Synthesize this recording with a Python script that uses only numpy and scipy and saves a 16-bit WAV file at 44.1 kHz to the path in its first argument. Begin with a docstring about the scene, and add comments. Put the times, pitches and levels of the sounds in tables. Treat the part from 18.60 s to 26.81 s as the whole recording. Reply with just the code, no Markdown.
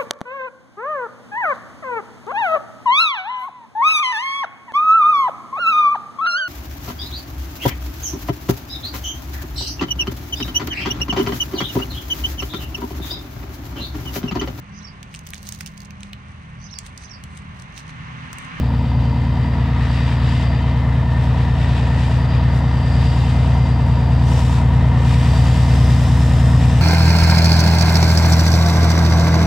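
"""Diesel freight train on a grade

A heavy locomotive hauls tank wagons uphill, slowly nearing across open grassland. Its exhaust throbs
at harmonics of the crank rate and excites the resonances of the stack; the valve gear clatters and the
turbocharger whistles. Wheels rumble round a curve, where friction between flange and rail makes them
grind and squeal in bouts. Insects hiss faintly in the grass."""
import sys
import numpy as np
from scipy import signal
from scipy.fft import rfft, irfft, next_fast_len
from scipy.io import wavfile

SR = 44100
rng = np.random.default_rng(int(sys.argv[2]) if len(sys.argv) > 2 else 0)


def wav_record(signal):
    """Record a signal, one row per channel, as 16-bit PCM in the file named by sys.argv[1]."""
    frames = np.transpose(np.atleast_2d(signal))
    bounded = np.clip(frames, -1, 1)
    # unit amplitude maps onto the largest positive 16-bit level
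    quanta = np.round(bounded * 32767).astype(np.int16)
    wavfile.write(sys.argv[1], SR, quanta)


N = 362061
T = np.arange(N) / SR


def gain_of(db):
    """Amplitude ratio of a level in decibels."""
    return 10 ** (np.asarray(db) / 20)


def unit_rms(x):
    """Normalisation to an rms of 1."""
    return x / np.sqrt(np.mean(x ** 2) + 1e-20)


def follow(curve):
    """Linear interpolation of a (time, value) table at every sample."""
    return np.interp(T, *np.transpose(curve))


def at_hz(spectrum, hz):
    """Interpolation of a (frequency, value) table on a logarithmic frequency axis."""
    freqs, values = np.transpose(spectrum)
    return np.interp(np.log(hz + 1), np.log(freqs + 1), values)


def drift(top_hz):
    """Slow random fluctuation of rms 1: sinusoids of random phase over three octaves."""
    times = np.linspace(0, T[-1], 4000)
    rates, phases = np.geomspace(top_hz / 8, top_hz, 30), rng.random(30)
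    waves = np.sin(2 * np.pi * (np.outer(times, rates) + phases))
    return unit_rms(np.interp(T, times, waves @ rates ** -.5))


def filtered(x, response):
    """Linear filtering: the spectrum is multiplied by a frequency response."""
    size = next_fast_len(N + 8192)
    return irfft(rfft(x, size) * response(np.fft.rfftfreq(size, 1 / SR)), size)[..., :N]


def resonate(x, modes):
    """Modal superposition: each (frequency, width, gain) mode is two like resonators in cascade."""
    return filtered(x, lambda hz: sum(gain_of(db) / (1 + 2j * (hz - centre) / width) ** 2
                                      for centre, width, db in modes))


def unit_in_band(x, low_hz, high_hz):
    """Normalisation so that the mean of the channels has an rms of 1 within a band."""
    mono = np.atleast_2d(x).mean(0)
    return x / np.std(filtered(mono, lambda hz: (hz > low_hz) & (hz < high_hz)))


# Likeness of the sound field at left and right: (frequency [Hz], coherence [0-1])
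COHERENCE = [(60, 1), (120, 0.96), (240, 0.97), (480, 0.99), (950, 0.73), (1890, 0.84), (3770, 0.69),
             (7520, 0.43), (15000, 0.08)]

def white_pair():
    """Partial coherence: white noise in two channels, less alike towards the treble."""
    mid, side = rng.standard_normal((2, N))
    mid = filtered(mid, lambda hz: np.sqrt(1 + at_hz(COHERENCE, hz)))
    side = filtered(side, lambda hz: np.sqrt(1 - at_hz(COHERENCE, hz)))
    return np.array([mid + side, mid - side])


def noise(spectrum):
    """Spectral shaping of two-channel white noise."""
    return filtered(white_pair(), lambda hz: gain_of(at_hz(spectrum, hz)))


def whine(pitch_hz, level_db, wander_hz, flutter_db):
    """Random modulation: moving air on the path makes a pure tone waver in pitch and level."""
    phase = 2 * np.pi * np.cumsum(pitch_hz + wander_hz * drift(40)) / SR
    return np.sqrt(2) * np.sin(phase) * gain_of(level_db + flutter_db * drift(15))


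def nearness(power=1, start_m=131.6, approach_m_per_s=7.68):
    """Inverse-distance law, raised to a power: the gain of the nearing train, 1 at the start."""
    return (start_m / (start_m - approach_m_per_s * T)) ** power


def fan(crank_hz, order=49):
    """Rotational tone: the fan whines at a fixed multiple of the crank rate."""
    return whine(order * crank_hz, level_db=-44.5, wander_hz=.49, flutter_db=-.4) * nearness(power=.75)


# Harmonics of the exhaust: (order [multiple of the crank rate], relative level [dB])
EXHAUST_ORDERS = [(5, -47), (6, -39), (7, -18), (8, -36), (9, -29), (10, -25), (11, -40), (12, -30),
                  (13, -18), (14, -32), (15, -36), (16, -26), (17, -33), (18, -35), (19, -40), (20, -39),
                  (21, -46), (22, -43), (23, -51), (24, -32), (25, -37), (26, -40), (27, -40), (28, -38),
                  (29, -40), (30, -60), (31, -52), (32, -47), (33, -49), (34, -55)]
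# Strength of the upper orders together: (time [s], level [dB])
BARK_LEVEL = [(0.5, -27.5), (2.6, -30), (5.5, -28.3), (8.21, -26.5)]

def exhaust(turns, boom_db=-16.5, shudder_db=.5, first_bark_order=22):
    """Dispersion: the pipe delays each order differently, smearing each blast into a boom and a bark."""
    boom_pipe, bark_pipe = (.656, -.024, .014), (.719, -.112, 0)  # delay, quadratic, cubic phase terms
    wavering_turns = turns + .0006 * drift(6)  # unsteady gas flow
    boom, bark = np.zeros((2, N))
    for order, db in EXHAUST_ORDERS:
        layer, (delay, quadratic, cubic) = (boom, boom_pipe) if order < first_bark_order else (bark, bark_pipe)
        offset = order - 13
        cycles = order * (wavering_turns - delay) + quadratic * offset ** 2 + cubic * offset ** 3
        layer += gain_of(db + .45 * drift(5)) * np.cos(2 * np.pi * cycles)
    boom_gain = gain_of(boom_db + shudder_db * drift(12)) * nearness()
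    return boom_gain * unit_rms(boom) + gain_of(follow(BARK_LEVEL)) * unit_rms(bark)


# Turbulent exhaust gas: (frequency [Hz], relative spectral density [dB])
GAS_SPECTRUM = [(20, -23), (35, -11.5), (55, 11.5), (80, 3.5), (120, 8.5), (170, 1), (250, -1.5),
                (350, -13.5), (600, -51)]

def exhaust_gas(level_db=-32):
    """Turbulence: the outflow makes a low rumble that grows as the engine nears."""
    return gain_of(level_db) * nearness() * unit_rms(noise(GAS_SPECTRUM))


# Hardest exhaust blows of each crank turn: (position [turns], relative level [dB])
BLOWS = [(.27, -1), (.385, -11), (.6, -14), (.79, -12), (.95, 0)]
# Resonances of the stack: (frequency [Hz], width [Hz], gain [dB])
STACK_MODES = [(955, 75, 0), (900, 110, -6)]
# Bands of the gas rasp after each blow: (frequency [Hz], width [Hz], gain [dB])
RASP_BANDS = [(760, 250, 0.5), (1828, 210, -4)]
# Strength of the stack's ringing: (time [s], level [dB])
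KNOCK_LEVEL = [(0, -38.5), (4, -39), (6.3, -36), (7.2, -42), (8.21, -41)]

def stack(turns, rasp_db=-48.5, rasp_decay_s=.024):
    """Impulse response: exhaust blows ring the stack in a double knock, each with a decaying rasp."""
    blows = np.zeros(N)
    for position, db in BLOWS:
        blows[1:] += gain_of(db) * np.diff(np.floor(turns - position))
    blows *= gain_of(.8 * drift(20))
    puffs = resonate(blows, [(935, 190, 0)])  # soft-edged puffs give round knocks
    knock = gain_of(follow(KNOCK_LEVEL)) * unit_rms(resonate(puffs, STACK_MODES))
    flow = signal.lfilter([1], [1, -np.exp(-1 / (SR * rasp_decay_s))], blows)
    rasp = resonate(flow * rng.standard_normal(N), RASP_BANDS)
    return knock + gain_of(rasp_db) * nearness(power=1.6) * unit_rms(rasp)


def throb(turns, depth):
    """Amplitude modulation at the exhaust's strong beat, seven to a crank turn."""
    return 1 + depth * np.cos(2 * np.pi * 7 * turns)


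# Resonances of the engine casing: (frequency [Hz], width [Hz], gain [dB])
CASING_MODES = [(369.4, 24, -5.5), (423, 39, -12.5), (497, 135, -7), (654, 36, 0.5), (755, 21, 4.5),
                (1210, 180, -11)]
# Strength of both the valve rattle and the rolling roar: (time [s], relative level [dB])
ROAR_LEVEL = [(0.3, -38.5), (3, -36), (8.21, -34)]

def valve_gear(turns, level_db=-4, points_per_turn=4096):
    """Forced vibration: a dense rattle, repeating with every crank turn, drives the casing's modes."""
    one_turn = rng.standard_normal(points_per_turn)
    rattle = np.interp(turns % 1, np.arange(points_per_turn) / points_per_turn, one_turn)
    rattle *= throb(turns, depth=.2)
    return gain_of(follow(ROAR_LEVEL) + level_db) * unit_rms(resonate(rattle, CASING_MODES))


# Pitch of the turbocharger's main whistle: (time [s], frequency [Hz])
TURBO_PITCH = [(0, 2059), (2.5, 2060), (4.5, 2066), (6.5, 2073), (8.21, 2072)]
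# Strength of its main and high tones: (time [s], relative level [dB])
WHISTLE_LEVEL = [(0, -53), (.7, -46.5), (1.1, -53), (2, -43), (2.8, -53), (5, -45), (5.4, -51.5), (7, -44),
                 (8.21, -51.5)]
# Strength of its low tone: (time [s], relative level [dB])
LOW_WHINE_LEVEL = [(0, -63), (1.2, -50), (2.5, -38), (3.75, -41.5), (5.3, -53.5), (6.4, -41), (8.21, -56)]

def turbocharger():
    """Inharmonic partials: three tones in fixed frequency ratios rise slightly together."""
    pitch, whistle_db = follow(TURBO_PITCH), follow(WHISTLE_LEVEL)
    main = whine(pitch, whistle_db - 1, wander_hz=1.5, flutter_db=1.5)
    low = whine(.877 * pitch, follow(LOW_WHINE_LEVEL) - 8, wander_hz=5, flutter_db=3)
    high = whine(1.503 * pitch, whistle_db - 10, wander_hz=2.8, flutter_db=3)
    return main + low + high


# Insects in the grass: (frequency [Hz], relative spectral density [dB])
INSECT_SPECTRUM = [(8000, -23.5), (13800, -22), (14250, -10), (14550, 4), (14800, 8.5), (15150, -2.5),
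                   (15700, -5.5)]

def insects(level_db=-65):
    """Narrow-band noise: a faint, high hiss whose level flickers slightly."""
    return gain_of(level_db) * unit_rms(noise(INSECT_SPECTRUM)) * gain_of(.4 * drift(25))


def swell(start, rise, hold, fall):
    """Trapezoidal envelope from 0 to 1 and back, with times in seconds."""
    return np.interp(T, start + np.cumsum([0, rise, hold, fall]), [0, 1, 1, 0])


# Wheel squeals: (start [s], rise [s], hold [s], fall [s], frequency [Hz], relative level [dB])
SQUEALS = [(-.1, .1, 1.0, 0.14, 4730, -53.5), (1.153, .27, 0.47, .3, 4740, -49),
           (2.8, .8, 2.2, .04, 4772, -50), (4.15, 0.19, .12, 0.28, 4772, -46),
           (6.45, 0.32, .15, .45, 4700, -45), (6.8, .4, .15, .3, 4970, -45.5),
           (7.4, 0.36, 0.27, 0.33, 5110, -48)]

def squeals(tone_db=-5, rush_db=-3, rush_width_hz=350, rush_below_hz=50):
    """Friction-excited vibration: a slipping wheel sings one wavering tone inside a narrow rush."""
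    friction, sound = white_pair(), np.zeros((2, N))
    for *timing, hz, db in SQUEALS:
        tone = whine(hz, tone_db, wander_hz=14, flutter_db=2.5)
        rush = unit_rms(resonate(friction, [(hz - rush_below_hz, rush_width_hz, 0)]))
        sound += gain_of(db) * swell(*timing) * (tone + gain_of(rush_db) * rush)
    return sound


# Wheels rolling on the rails: (frequency [Hz], relative spectral density [dB])
ROLLING_SPECTRUM = [(200, -3), (330, -1), (430, -0.5), (660, 3.5), (800, 1), (940, 4.5), (1150, -4),
                    (1500, -7.5), (2500, -23), (6000, -63.5)]

def rolling(turns, level_db=-1.5, waver_db=.75):
    """Rolling noise: the broadband roar of the train, modulated by the beat of the exhaust."""
    roar = unit_in_band(noise(ROLLING_SPECTRUM), 500, 860)
    gain = gain_of(follow(ROAR_LEVEL) + level_db + waver_db * drift(14))
    return roar * throb(turns, depth=.08) * gain


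# Bouts of a flange pressing on the curved rail:
# (start [s], rise [s], hold [s], fall [s], relative grind level [dB], relative scrape level [dB])
FLANGE_BOUTS = [(0.713, 0.39, 0.96, 0.26, -47.5, -73), (1.104, .2, .22, 0.11, -42.5, -56),
                (1.565, 0.11, 0.16, 0.05, -41.5, -55), (2.45, 0.19, .25, .1, -46.5, -61.5),
                (2.87, 0.21, .08, .22, -40.5, -55.5), (3.14, 0.26, 0.11, 0.19, -42, -54),
                (3.595, 0.12, 0.12, 0.19, -45, -73), (3.992, 0.48, 0.23, .55, -43.5, -53.5),
                (5.58, .13, 0.21, 0.18, -44, -48), (6.349, 0.13, 0.33, 1.6, -41.5, -48.5),
                (6.55, .8, 0.49, 1.9, -53, -49), (7.918, .1, 0.14, .1, -44, -55.5)]

def flange_contact(light_grind_db=-47, light_scrape_db=-64):
    """Incoherent addition: light rubbing and bouts sum in power to give grind and scrape envelopes."""
    grind_power = (gain_of(light_grind_db) * nearness(power=.5)) ** 2
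    scrape_power = (gain_of(light_scrape_db) * nearness(power=1.7)) ** 2
    for *timing, grind_db, scrape_db in FLANGE_BOUTS:
        grind_power += (gain_of(grind_db) * swell(*timing)) ** 2
        scrape_power += (gain_of(scrape_db) * swell(*timing)) ** 2
    return np.sqrt(grind_power), np.sqrt(scrape_power)


# Short bites of a flange: (time [s], relative level [dB], half-width [s])
FLANGE_BITES = [(2.647, -57.5, .035), (3.966, -56, 0.054), (5.275, -62, .035)]
# Resonances of the wheel discs and of the rims: (frequency [Hz], width [Hz], gain [dB])
DISC_MODES = [(1844, 340, 2.5), (1934, 100, -21), (1208, 340, 0)]
RIM_MODES = [(5240, 130, -0.5), (5944, 170, -2), (6970, 150, -4), (7280, 100, -6), (7730, 280, -7),
             (8450, 180, -14.5)]
# Strength of the discs' ringing: (time [s], relative level [dB])
DISC_LEVEL = [(0.3, -49), (1.2, -38), (2.3, -43), (3.2, -40), (4.2, -41), (5.4, -46.5), (6.3, -40),
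              (8.21, -41)]
# Three bands of friction noise, low to high: (frequency [Hz], relative spectral density [dB])
GRIND_SPECTRUM = [(900, -14.5), (1500, 2), (2000, -1), (2150, -3), (2400, 3.5), (2900, 3), (3300, 0),
                  (3850, 1), (4200, -7.5), (4450, -3.5), (5000, -7.5), (6200, -20.5), (12000, -50.5)]
SCRAPE_SPECTRUM = [(2000, -11), (3600, 6.5), (4250, -1), (5200, 4), (6450, -1.5), (7500, -0.5), (8650, 0.5),
                   (9400, -10), (11000, -29), (15500, -33.5)]
FIZZ_SPECTRUM = [(6000, -23), (9500, 3.5), (12000, 1.5), (15500, -4)]

def wheels(turns, disc_db=-1.4, grind_db=1, scrape_db=-2, rim_db=-6, fizz_db=-5.5, bite_fizz_db=-10):
    """Sliding friction: flanges grind and ring the discs; hard contact adds a bright, singing scrape."""
    pressure, contact = flange_contact()
    bites = sum(gain_of(db) * np.exp(-((T - time) / width) ** 2) for time, db, width in FLANGE_BITES)
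    contact = np.hypot(contact, bites)
    discs = unit_in_band(resonate(white_pair(), DISC_MODES), 1650, 2000)
    grind = unit_in_band(noise(GRIND_SPECTRUM), 2300, 4000)
    scrape = unit_in_band(noise(SCRAPE_SPECTRUM), 6500, 9000)
    friction = white_pair()
    rims = sum(resonate(friction, [mode]) * gain_of(2 * drift(5)) for mode in RIM_MODES)
    rims = unit_in_band(rims, 6500, 9000)
    fizz = unit_rms(noise(FIZZ_SPECTRUM))
    hard_contact = contact.max() * (contact / contact.max()) ** 1.8  # fizz grows faster than the rest
    rub = discs * gain_of(follow(DISC_LEVEL) + disc_db)
    rub += grind * pressure * gain_of(grind_db)
    rub += contact * (scrape * gain_of(scrape_db) + rims * gain_of(rim_db))
    rub += fizz * (hard_contact * gain_of(fizz_db) + bites * gain_of(bite_fizz_db))
    return rub * throb(turns, depth=.11) * gain_of(.76 * drift(35))


# Rotation of the crankshaft: (time [s], rate [turns/s])
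CRANK_RATE = [(0, 9.43), (1.5, 9.472), (3, 9.509), (4.6, 9.529), (6, 9.53), (8.21, 9.539)]

def scene():
    """Superposition: the engine, timed by its crankshaft, adds to the insects and the wheels."""
    crank_hz = follow(CRANK_RATE)
    turns = np.cumsum(crank_hz) / SR
    engine = fan(crank_hz) + exhaust(turns) + exhaust_gas() + stack(turns) + valve_gear(turns)
    return engine + turbocharger() + insects() + squeals() + rolling(turns) + wheels(turns)


# Level of left over right: (frequency [Hz], level difference [dB])
LEVEL_DIFFERENCE = [(60, 0.5), (110, 1.5), (200, -0.5), (380, 1.5), (700, 1.5), (1290, 1), (2380, 4),
                    (4400, -1.5), (8120, 1), (15000, 3.5)]
# Phase of left ahead of right: (frequency [Hz], phase difference [rad])
PHASE_DIFFERENCE = [(0, 0.21), (1120, -0.14), (1380, -0.53), (2500, -0.17), (3450, -0.61), (5510, 0.27),
                    (9910, 0.29), (15200, 0.5)]

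def record(dry, cutoff_hz=15720):
    """Stereo cues: two microphone ports differ in level and phase; a low-pass limits the band."""
    half = np.array([[.5], [-.5]])  # each channel takes half of the difference
    pair = filtered(dry, lambda hz: gain_of(half * at_hz(LEVEL_DIFFERENCE, hz))
                    * np.exp(1j * half * at_hz(PHASE_DIFFERENCE, hz)))
    low_pass = signal.firwin(511, cutoff_hz, window=("kaiser", 9), fs=SR)
    return signal.oaconvolve(pair, low_pass[None], "same")


dry = scene()
out = record(dry)
wav_record(out)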